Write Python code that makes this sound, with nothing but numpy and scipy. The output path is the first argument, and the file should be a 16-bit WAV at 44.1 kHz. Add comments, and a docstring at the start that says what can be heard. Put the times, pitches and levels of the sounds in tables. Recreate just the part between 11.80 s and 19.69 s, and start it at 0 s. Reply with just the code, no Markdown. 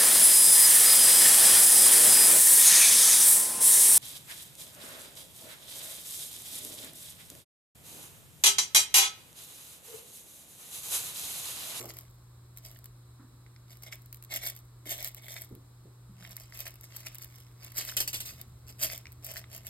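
"""A kitchen, with a phone's two microphones close to a baking tray of batter in silicone cups.
Sugar sprinkles are tipped and shaken onto the batter from a small plastic jar, a little to the right.
They slide, tick and knock along the jar, whose air and plastic ring with them; jolts throw the whole
heap against the wall. A few soft bumps come from the tray, and handling adds a low rumble.
Further back an appliance hums over the room's hiss and a faint whistle."""
import sys
import numpy as np
from scipy import signal
from scipy.fft import rfft, irfft, next_fast_len
from scipy.io import wavfile
from scipy.ndimage import uniform_filter1d, map_coordinates

SR = 44100
rng = np.random.default_rng(int(sys.argv[2]) if len(sys.argv) > 2 else 0)


def store_pcm(level_fs):
    """Save levels as 16-bit WAV."""
    pcm = np.round(np.clip(level_fs, -1, 1) * 32767).astype(np.int16)
    wavfile.write(sys.argv[1], SR, np.atleast_2d(pcm).T)


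N = 347949
TOP_HZ = 15900  # the phone's band limit

# Modes of the jar's plastic wall. Each row: pitch in Hz, width in Hz, level in dB.
WALL_MODES = [(1260, 350, -3), (1660, 260, -10), (2160, 470, 1), (2600, 1340, 3), (5050, 1000, 0)]
# Modes of the jar's stiff neck. Each row: pitch in Hz, width in Hz, level in dB.
NECK_MODES = [(2540, 104, -2.5), (4500, 23, -13), (5000, 30, -11), (11340, 130, -5), (11700, 70, -3),
              (11700, 60, -3), (12800, 90, 4), (13360, 100, -9), (12700, 88, -3), (13460, 120, 5.5)]
# Colour of a lone sprinkle's tick. Each row: frequency in Hz, level in dB.
SNAP_SPECTRUM = [(500, -32), (2000, -17), (4500, -10), (7500, -8), (10500, -4), (13000, 3), (16000, -0.5)]


def amp(db):
    """Decibels to gain."""
    return 10 ** (np.asarray(db) / 20)


def unit(x):
    """x at rms 1."""
    return x / np.sqrt(np.mean(x ** 2) + 1e-20)


def unit_energy(rows):
    """Each row at energy 1."""
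    return rows / np.linalg.norm(rows, axis=-1, keepdims=True)


def along(points, hz):
    """(Hz, value) points read on a log axis."""
    f, v = np.transpose(points)
    return np.interp(np.log(hz + 1), np.log(f + 1), v)


def over_time(points):
    """(seconds, value) points read at every sample."""
    return np.interp(np.arange(N) / SR, *np.transpose(points))


def wobble(rate, size=2000):
    """A smooth random curve, rate knots a second."""
    knots = rng.standard_normal(int(N * rate / SR) + 4)
    smooth = map_coordinates(knots, [np.linspace(0, N * rate / SR, size)])
    return np.interp(np.arange(N), np.linspace(0, N, size), smooth)


def add(track, s, sound):
    """Lay a sound into a track at s seconds."""
    start = max(round(s * SR), 0)
    track[start:start + len(sound)] += sound[:N - start]


def filtered(x, response):
    """x times a complex response of frequency."""
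    n = x.shape[-1]
    m = next_fast_len(n + SR // 2)
    return irfft(rfft(x, m) * response(np.fft.rfftfreq(m, 1 / SR)), m)[..., :n]


def coloured(x, spectrum, size=1024):
    """x through a causal filter of energy 1 with the given (Hz, dB) shape."""
    cepstrum = irfft(np.log(amp(along(spectrum, np.fft.rfftfreq(size, 1 / SR)))))
    cepstrum[1:size // 2] *= 2  # fold to minimum phase
    cepstrum[size // 2 + 1:] = 0
    pulse = irfft(np.exp(rfft(cepstrum)))
    return signal.oaconvolve(x, unit_energy(pulse))[:N]


def noise_band(shape, centre_hz, width_hz):
    """Noise of rms 1 gathered around one pitch."""
    band = lambda hz: 1 / (1 + (2 * (hz - centre_hz) / width_hz) ** 2)
    return unit(filtered(rng.standard_normal(shape), band))


def evened(bursts):
    """Bursts of energy 1 that hold all pitches alike."""
    size = bursts.shape[-1]
    phase = np.angle(rfft(bursts, 2 * size))
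    return unit_energy(irfft(np.exp(1j * phase))[..., :size])


def clicks(t60, count, size=200):
    """Rows of tiny hard contacts: each a dry crack across the whole spectrum."""
    return evened(rng.standard_normal((count, size)) * amp(-60 * np.arange(size) / SR / t60))


def ring(modes, scatter_db):
    """Damped modes of energy 1; their strengths scatter with where the blow lands."""
    t = np.arange(SR // 40) / SR
    sound = np.zeros(len(t))
    for hz, width, db in modes:
        strength = amp(db + scatter_db * rng.standard_normal()) * width
        sound += strength * np.exp(-np.pi * width * t) * np.cos(2 * np.pi * hz * t)
    return unit_energy(sound)


def ringing(x, modes):
    """x through a set of modes."""
    return signal.oaconvolve(x, ring(modes, scatter_db=0))[:N]


def radiated(x):
    """A small wall sends out little bass."""
    return signal.sosfilt(signal.butter(2, 1000, "highpass", fs=SR, output="sos"), x)


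def diffuse(pair):
    """Two unrelated signals become the left and right of a diffuse sound."""
    # Width of the room's sound. Each row: frequency in Hz, ratio of side to mid.
    stereo_width = [(150, 0.018), (350, 0.46), (700, 0.79), (1400, 0.41), (2800, 0.78), (5000, 0.9),
                    (6000, 0.028), (15000, 0.024)]
    ratio = lambda hz: along(stereo_width, hz)
    mid, side = filtered(pair, lambda hz: np.array([np.ones_like(hz), ratio(hz)]) / np.hypot(1, ratio(hz)))
    return np.array([mid + side, mid - side])


def grains(t60, ping_db, count, size=200):
    """Rows of colliding sprinkles: each a crack of its own colour and a short ping at a random pitch."""
    t = np.arange(size) / SR
    crack = unit_energy(rng.standard_normal((count, size)) * amp(-60 * t / t60))
    ping_hz = rng.uniform(2594, 15110, (count, 1))
    ping = unit_energy(np.sin(2 * np.pi * ping_hz * t) * np.linspace(1, 0, size) ** 2)
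    return unit_energy(crack + amp(ping_db) * ping)


def patter(per_second, spread_db, t60, ping_db, window=900):
    """A stream of colliding sprinkles of uneven sizes, held near rms 1."""
    kinds = grains(t60, ping_db, count=400)
    count = int(per_second * N / SR)
    sizes = np.minimum(rng.standard_normal((count, 1)), 2.2)  # no outsize sprinkles
    rows = kinds[np.arange(count) % len(kinds)] * amp(spread_db * sizes)
    where = rng.integers(0, N, count)[:, None] + np.arange(rows.shape[1])
    stream = np.bincount(where.ravel(), rows.ravel(), N)[:N]
    power = uniform_filter1d(uniform_filter1d(stream ** 2, window), window // 2)
    return stream / np.sqrt(np.abs(power) + 1e-9)


def slide_levels():
    """Strength of the flow and of the jar's body: each slide gathers speed, crests, then runs out."""
    # Slips of the heap along the tilted jar.
    # Each row: crest in seconds, level in dB, length in seconds, jar body in dB relative to the slip.
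    slides = [ (0, -41.5, 0.19, -9), (0.101, -44.5, .052, -5.5), (0.187, -57, 0.27, -7.5),
              (0.781, -54.5, 0.068, -17), (0.859, -48, 0.068, -14), (0.896, -59.5, 0.22, -2),
              (1.925, -54, 0.12, -12.5), (2.037, -49.5, 0.049, -12), (2.074, -51, 0.056, -5),
              (2.131, -44.5, 0.04, -9), (2.528, -41, 0.07, -5.5), (2.566, -35, 0.062, -10.5),
              (2.639, -42, 0.075, -6), (2.672, -35.5, 0.09, -13.5), (2.775, -55, 0.054, -17),
              (3.069, -44.5, 0.038, -8.5), (3.12, -34.5, 0.12, -12), (3.208, -44.5, 0.1, -6),
              (3.259, -40, 0.088, -12.5), (3.381, -52, 0.053, -6.5), (3.458, -53.5, 0.12, -5.5),
              (3.522, -44, 0.14, -12.5), (3.578, -47, 0.09, -7.5), (3.628, -51, 0.095, -9),
              (4.46, -58.5, 0.23, 0.5), (4.522, -48, 0.038, -8), (4.623, -54, 0.15, -7.5),
              (4.76, -49.5, 0.098, -7.5), (4.81, -44, 0.087, -8.5), (4.869, -45, 0.053, -4),
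              (4.835, -60, 0.45, -3.5), (5.044, -51, 0.058, -11), (5.166, -46.5, 0.057, -25),
              (5.2, -55.5, 0.36, -4.5), (5.269, -40.5, 0.036, -8), (5.374, -63.5, 0.26, -0.5),
              (5.43, -47, 0.072, -16.5), (5.583, -62, 0.4, -6), (5.865, -54.5, 0.19, -5),
              (5.978, -37, 0.031, -26), (5.989, -35, 0.1, -13), (6.021, -41.5, 0.075, -7),
              (6.096, -40, 0.14, -11), (6.497, -45, 0.14, -12.5), (6.604, -60.5, 0.082, 0.5),
              (6.9, -50.5, 0.09, -9), (7.005, -43, 0.051, -9), (7.044, -30, 0.1, -11.5),
              (7.134, -41, 0.11, -7), (7.465, -45, 0.1, -9), (7.511, -48, 0.11, -0.5),
              (7.577, -43, 0.081, -6.5), (7.75, -49, 0.14, -4.5), (7.882, -49, 0.12, -11)]
    swell_db, gather_share = 22.5, 0.43  # depth of the swell; share of the length before the crest
    body_follows = 0.77  # dB of body for each dB of swell
    t = np.arange(N) / SR
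    flow_power, body_power = np.zeros(N), np.zeros(N)
    for crest, db, length, body_db in slides:
        span = slice(max(int((crest - 2 * length) * SR), 0), int((crest + 3 * length) * SR))
        u = (t[span] - crest) / length
        below_db = swell_db * np.where(u < 0, (u / gather_share) ** 2, u / (1 - gather_share))
        flow_power[span] += amp(db - below_db) ** 2
        body_power[span] += amp(db + body_db - body_follows * below_db) ** 2
    return np.sqrt(flow_power), np.sqrt(body_power)


def sliding(flow, body):
    """Sprinkles slide along the tilted jar: separate ticks when slow, a dense rush when fast."""
    # Colour of a sugar contact. Each row: frequency in Hz, level in dB.
    sugar_spectrum = [(300, -29.5), (1000, -26), (1600, -14.5), (2700, -2.5), (3600, -6), (5000, 1),
                      (7300, -2.5), (10000, -2.5), (11500, -2), (13000, 2), (15300, -18), (16500, -4)]
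    # Modes of the jar's air, of the wall's clearest notes and of the base.
    # Each row: pitch in Hz, width in Hz, level in dB.
    air_modes = [(656, 88, 0)]
    note_modes = [(2180, 180, 2), (3460, 620, -7)]
    base_modes = [(2890, 300, -20), (5000, 300, 1), (12900, 1200, 5)]
    # The mouth turns to and from the phone. Each row: time in seconds, the air's share against the wall.
    mouth_turns = [(0, 0.91), (1.0, 0.86), (2.1, 1), (3.6, 0.96), (4.45, 0.4), (5.4, 0.24), (6.3, 0.23),
                   (7.0, 0.48), (7.5, 0.63), (7.85, 0.64)]
    # The wall's notes follow the grip. Each row: time in seconds, level in dB.
    note_levels = [(0, -8), (1.0, -8.5), (2.1, 2.5), (2.6, 4), (3.6, 0.5), (4.45, -20), (5.3, -9),
                   (6.3, -6), (7.12, -8.5), (7.45, -29), (7.85, -10)]
    crowded = flow / (flow + amp(-51))  # above this flow, contacts merge into a rush
    heavy = flow ** 2 / (flow ** 2 + amp(-25.5) ** 2)  # a heavy slide drums on the base
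    trickle = patter(per_second=340, spread_db=5.0, t60=0.0027, ping_db=-5.5)
    rush = patter(per_second=1400, spread_db=3.5, t60=0.0035, ping_db=-1.0)
    contacts = np.sqrt(1 - crowded) * trickle + np.sqrt(crowded) * rush
    mouth = over_time(mouth_turns)
    wall = ringing(contacts * body * np.sqrt(1 - mouth), WALL_MODES)  # heard most from the side
    notes = ringing(contacts * body * amp(over_time(note_levels)), note_modes)
    air = ringing(contacts * body * np.sqrt(mouth), air_modes)
    neck = ringing(contacts * flow * np.sqrt(crowded), NECK_MODES)  # stiff: it takes a dense slide
    base = ringing(contacts * flow * heavy, base_modes)
    jar = amp(-8.0) * neck + amp(3.5) * wall + amp(2.5) * notes + amp(-1.46) * air + amp(-3.5) * base
    return amp(-1.25) * coloured(contacts * flow, sugar_spectrum) + jar


def tray_bumps():
    """Soft contacts with the loaded tray: low, damped booms."""
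    # Bumps and scuffs. Each row: start in seconds, level in dB, pitch in Hz, width in Hz, t60 in seconds.
    bumps = [(0.0, -47, 367, 123, 0.4), (0.0, -55, 1150, 600, 0.55), (0.033, -47, 630, 298, 0.11),
             (1.391, -61, 1280, 1010, 0.31), (1.393, -53.5, 268, 44.6, 0.43), (3.06, -48, 356, 160, 0.11),
             (3.705, -48, 347, 217, 0.28), (3.722, -42.5, 118, 90, 0.12), (4.05, -55, 365, 202, 0.21),
             (4.049, -51.5, 132, 80, 0.12), (4.29, -55, 183, 29.7, 1), (6.203, -49.5, 433, 300, 0.14)]
    rise_s = 0.0055
    track = np.zeros(N)
    t = np.arange(SR // 2) / SR
    for s, db, hz, width_hz, t60 in bumps:
        boom = noise_band(len(t), hz, width_hz)
        swell = np.minimum(t / rise_s, 1) * amp(-60 * np.maximum(t - rise_s, 0) / t60)
        add(track, s, amp(db) * unit(boom * swell) * np.sqrt(np.mean(swell ** 2)))
    return track


def handling_rumble():
    """A faint low rumble of handling swells as the jar comes close."""
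    # Its swell. Each row: time in seconds, level in dB.
    levels = [(5.6, -67), (6.5, -56.5), (6.97, -57.5), (7.4, -59), (7.89, -59)]
    # Its colour. Each row: frequency in Hz, level in dB.
    spectrum = [(25, -22), (70, -3), (120, -5.5), (220, -18), (400, -23), (1200, -41.5)]
    noise = filtered(rng.standard_normal(N), lambda hz: amp(along(spectrum, hz)))
    return amp(over_time(levels)) * unit(noise)


def appliance():
    """A motor hums in the background, slightly unsteady, over the rumble and hiss of the room."""
    # The motor's tones. Each row: pitch in Hz, rms level in dB.
    motor_tones = [(120.5, -53.5), (118.8, -81), (175.4, -75), (299, -77.5), (359.3, -78)]
    # Colour of the room tone. Each row: frequency in Hz, level in dB.
    room_spectrum = [(20, -28), (31, -25), (41, 1.5), (90, -2.5), (160, -18.5), (330, -14.5), (700, -21.5),
                     (1100, -16.5), (1800, -27), (2900, -31.5), (3900, -25.5), (6000, -30), (8800, -26.5),
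                     (11000, -28.5), (15500, -32.5)]
    t = np.arange(N) / SR
    hum = np.zeros(N)
    for hz, db in motor_tones:
        peak = np.sqrt(2) * amp(db + 0.64 * wobble(4.01))
        hum += peak * np.sin(2 * np.pi * hz * t + 0.16 * wobble(2.51))
    room_tone = unit(filtered(rng.standard_normal((2, N)), lambda hz: amp(along(room_spectrum, hz))))
    return hum + amp(-60.5) * diffuse(room_tone)


def whistle():
    """A thin, airy whistle in the room swells once and sinks back."""
    # Its swell. Each row: time in seconds, level in dB.
    levels = [(1.0, -82), (1.3, -76), (1.7, -82), (4.1, -84)]
    return amp(over_time(levels)) * diffuse(noise_band((2, N), centre_hz=4000, width_hz=150))


def strays(flow):
    """Stragglers tumble with faint ticks, for as long as the heap has lately been moving."""
    per_second, linger_s = 40, 0.084
    loudest_db, range_db = -31, 4
    loosened = flow / (flow + amp(-62))  # even a slight flow shakes them loose
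    keep = np.exp(-1 / (linger_s * SR))
    stirred = signal.lfilter([1 - keep], [1, -keep], loosened)
    count = int(per_second * N / SR)
    track = np.zeros(N)
    for (when, size), click in zip(rng.random((count, 2)), clicks(t60=0.003, count=count)):
        gain = amp(loudest_db + range_db * (size - 1)) * stirred[int(when * N)]
        add(track, when * N / SR, gain * click)
    return coloured(track, SNAP_SPECTRUM)


def rim_ticks():
    """Single sprinkles snap against the rim, and the wall answers faintly."""
    # The snaps. Each row: start in seconds, level in dB.
    ticks = [(0.056, -31.5), (0.0783, -40), (0.1372, -38), (0.1685, -33), (0.187, -28.5), (0.209, -38),
             (0.773, -32), (0.7838, -40), (0.861, -37), (0.9137, -38), (0.948, -47), (0.9706, -45),
             (0.9884, -40.5), (1.0423, -37), (1.057, -33.5), (1.9705, -42), (2.0226, -39), (2.0343, -34),
             (2.146, -42), (2.155, -38), (2.2186, -44), (2.259, -40.5), (2.327, -30), (2.3447, -34),
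             (2.358, -43), (2.3701, -42), (2.4246, -35.5), (2.438, -37), (2.4477, -36.5), (2.538, -24),
             (2.5598, -22), (2.6716, -23.5), (2.6875, -27), (2.699, -23.5), (2.7506, -41), (2.7634, -34),
             (2.789, -41), (3.056, -42), (3.1673, -39), (3.1801, -31), (3.2265, -25), (3.245, -20),
             (3.2617, -32), (3.274, -25), (3.283, -29), (3.2907, -37), (3.3463, -29.5), (3.368, -39),
             (3.4222, -43), (3.4824, -34), (3.5405, -32.5), (3.6113, -34), (3.6185, -28), (3.6455, -38),
             (3.751, -40.5), (4.493, -42), (4.508, -36), (4.5581, -42), (4.566, -25.5), (4.599, -35),
             (4.746, -39), (4.7731, -33), (4.7903, -31), (4.804, -22.5), (4.8782, -28), (4.906, -40),
             (4.9403, -41), (4.9562, -42), (5.01, -35.5), (5.041, -36), (5.1637, -29), (5.1666, -30),
             (5.2042, -37), (5.284, -38), (5.3461, -31.5), (5.3533, -31.5), (5.3834, -31), (5.4242, -31.5),
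             (5.4446, -31), (5.5574, -40), (5.583, -44), (5.6018, -41), (5.8307, -42), (5.8458, -31),
             (5.919, -36), (5.9799, -20), (6.0498, -26), (6.5815, -47), (6.6134, -28), (6.8819, -39),
             (7.034, -18), (7.177, -28), (7.3195, -38.5), (7.326, -40.5), (7.446, -26.5), (7.4646, -28.5),
             (7.515, -29), (7.5377, -32), (7.5678, -42), (7.5932, -38), (7.747, -31), (7.763, -31),
             (7.7777, -33), (7.8674, -25.5)]
    snaps, wall = np.zeros(N), np.zeros(N)
    for (s, db), click in zip(ticks, clicks(t60=0.0087, count=len(ticks))):
        add(snaps, s + 0.00068, amp(db + 14.5) * click)
        add(wall, s + 0.000813, amp(db - 5.5) * ring(WALL_MODES, scatter_db=0))
    return coloured(snaps, SNAP_SPECTRUM) + radiated(wall)


def wall_knocks():
    """A sprinkle lands flat on the wall: the spot sets the pitch, and a softer contact is duller."""
    # Hollow knocks. 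Each row: start in seconds, level in dB, pitch in Hz, treble cutoff in Hz.
    knocks = [(0.104, -36, 2000, 12000), (0.171, -47, 2100, 7000), (0.852, -44, 1960, 9000),
              (0.961, -48.5, 1840, 7000), (1.6632, -51, 2100, 6000), (1.762, -45.5, 2140, 5000),
              (2.1235, -37, 2150, 7000), (2.1258, -34.5, 2200, 9000), (2.1302, -36.5, 2220, 9000),
              (2.5442, -43, 2140, 9000), (3.4824, -41, 2010, 5000), (3.564, -33.5, 2150, 6000),
              (3.567, -36.5, 2160, 5000), (3.5773, -41, 2120, 5970), (4.425, -44, 1540, 5000),
              (4.4494, -36, 2080, 4500), (4.578, -45, 2080, 3500), (4.723, -41.5, 2000, 8000),
              (4.8656, -34.5, 2100, 5000), (4.871, -41, 1700, 5000), (5.122, -45.5, 1970, 7000),
              (5.268, -29.5, 2360, 7000), (6.089, -30.5, 1660, 6000), (6.121, -38, 1520, 4000),
              (7.099, -31, 2100, 6000), (7.2551, -36.5, 2150, 3800), (7.268, -37.5, 2370, 5000),
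              (7.559, -36.5, 1770, 4000), (7.5672, -33, 2010, 9000), (7.6406, -37.5, 2100, 2400)]
    # Modes of the struck spot. Each row: multiple of the knock's pitch, width in Hz, level in dB.
    spot_modes = [(0.65, 300, -22), (1, 322, 4.5), (1.7, 600, -11), (2.351, 800, -5)]
    track = np.zeros(N)
    for (s, db, hz, cutoff_hz), click in zip(knocks, clicks(t60=0.017, count=len(knocks))):
        modes = [(multiple * hz, width, level) for multiple, width, level in spot_modes]
        knock = ring(modes, scatter_db=6.5)
        add(knock, 0, amp(-11) * click)
        softness = signal.butter(2, min(cutoff_hz, TOP_HZ), fs=SR, output="sos")
        add(track, s + 0.0008, amp(db + 16.5) * signal.sosfilt(softness, knock))
    return radiated(track)


def heap_jolts():
    """The heap lands with a crack that rings the jar's neck, then settles in a dying rattle."""
    # Throws against the wall. 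Each row: start in seconds, level in dB, settling t60 in seconds.
    jolts = [(2.538, -25.5, 0.056), (2.665, -35, 0.08), (5.984, -25.5, 0.15), (6.1666, -16.5, 0.18),
             (6.2022, -17, 0.1), (6.2755, -22, 0.11), (6.3298, -28, 0.25), (6.342, -26, 0.16),
             (6.4023, -27.5, 0.14), (6.4543, -34, 0.3), (7.018, -29, 0.17), (7.0255, -23.5, 0.1)]
    # Colour of the landing heap. Each row: frequency in Hz, level in dB.
    heap_spectrum = [(100, -7), (330, -6.5), (600, -4), (1000, -7), (1900, -45), (2850, 12.5), (3900, 6.5),
                     (4700, 6), (6000, 7.5), (8000, 6), (10500, 5.5), (13000, -0.5), (16000, 2.5)]
    t = np.arange(SR // 4) / SR
    rise = 1 - np.exp(-t / 0.0015)
    force, cracks, clang = np.zeros(N), np.zeros(N), np.zeros(N)
    for (s, db, t60), crack in zip(jolts, clicks(t60=0.02, count=len(jolts), size=400)):
        settling = amp(-60 * t / t60) + 0.54 * amp(-60 * t / 0.053)
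        add(force, s, amp(db) * rise * settling)
        add(cracks, s + 0.0008, amp(db) * crack)
        add(clang, s + 0.00091, amp(db) * ring(NECK_MODES, scatter_db=9))
    contacts = patter(per_second=1600, spread_db=0.0, t60=0.008, ping_db=-2.0, window=200)
    rattle = force * contacts + amp(8.0) * cracks
    impact = amp(12.0) * coloured(cracks, SNAP_SPECTRUM) + amp(10.0) * clang
    jar = amp(-22.5) * ringing(rattle, WALL_MODES) + amp(-16.0) * ringing(rattle, NECK_MODES)
    return impact + amp(-11.0) * coloured(rattle, heap_spectrum) + jar


def off_the_tray(x, t60, positions=70):
    """The dimpled tray scatters the sound differently to each microphone, and anew as the jar moves."""
    # Sound arriving by way of the tray. Each row: frequency in Hz, share of the amplitude.
    tray_shares = [(300, .1), (700, .25), (1500, .2), (2200, .35), (2800, .75), (4800, .7), (6000, .25),
                   (15000, .2)]
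    t = np.arange(SR // 80) / SR
    hop = N // positions
    fade = np.sin(np.pi * np.arange(2 * hop) / (2 * hop))
    echo = np.zeros((2, N))
    for start in range(0, N - hop, hop):
        piece = x[start:start + 2 * hop]
        for microphone in echo:
            # Hard metal returns all pitches alike.
            paths = evened(rng.standard_normal(len(t)) * amp(-60 * t / t60))
            add(microphone, start / SR, signal.fftconvolve(piece * fade[:len(piece)], paths))
    share = lambda hz: along(tray_shares, hz)
    direct = filtered(x, lambda hz: np.sqrt(1 - share(hz) ** 2))
    return direct + filtered(echo, share)


def kitchen_reflections(x, delay_s):
    """The kitchen's diffuse answer, in which the treble dies first."""
    # The room's decay. Each row: frequency in Hz, t60 in seconds.
    decay_times = [(200, 0.52), (2000, 0.32), (8000, 0.21), (15000, 0.034)]
    hz, t, noise = signal.stft(rng.standard_normal((2, SR // 2)), SR, nperseg=256)
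    decay = amp(-60 * t / along(decay_times, hz)[:, None])
    tail = signal.istft(noise * decay, SR, nperseg=256)[1]
    tail = np.pad(tail / np.linalg.norm(tail[0]), ((0, 0), (round(delay_s * SR), 0)))
    return diffuse(signal.fftconvolve(x[None], tail, axes=1)[:, :N])


def scene():
    """The jar is close and a little to the right; the tray answers at once, the kitchen faintly."""
    # The jar between the microphones. Each row: frequency in Hz, left minus right in dB.
    balance = [(200, -0.5), (700, -3.5), (1300, 0.5), (2600, -2.5), (4600, -2), (7000, 0)]
    flow, body = slide_levels()
    sprinkles = sliding(flow, body) + rim_ticks() + wall_knocks() + heap_jolts()
    near = sprinkles + tray_bumps() + handling_rumble() + strays(flow)
    scattered = off_the_tray(near, t60=0.027)
    placed = filtered(scattered, lambda hz: amp(np.outer([0.5, -0.5], along(balance, hz))))
    return placed + amp(-15.5) * kitchen_reflections(near, delay_s=0.006) + appliance() + whistle()


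def record(dry):
    """The phone's stereo processing puts the left treble slightly ahead; nothing passes its band limit."""
    # Phase between the channels. Each row: frequency in Hz, lead of the left in radians.
    left_lead = [(200, 0), (690, -1), (1300, -.3), (2000, .4), (3100, 3.1), (4200, 6.6), (5950, 9.4),
                 (8000, 12.5), (10300, 15.7), (12600, 18.9), (14800, 22), (17000, 25)]
    shifted = filtered(dry, lambda hz: np.exp(1j * np.outer([0.5, -0.5], along(left_lead, hz))))
    return filtered(shifted, lambda hz: hz < TOP_HZ)


dry = scene()
out = record(dry)
store_pcm(out)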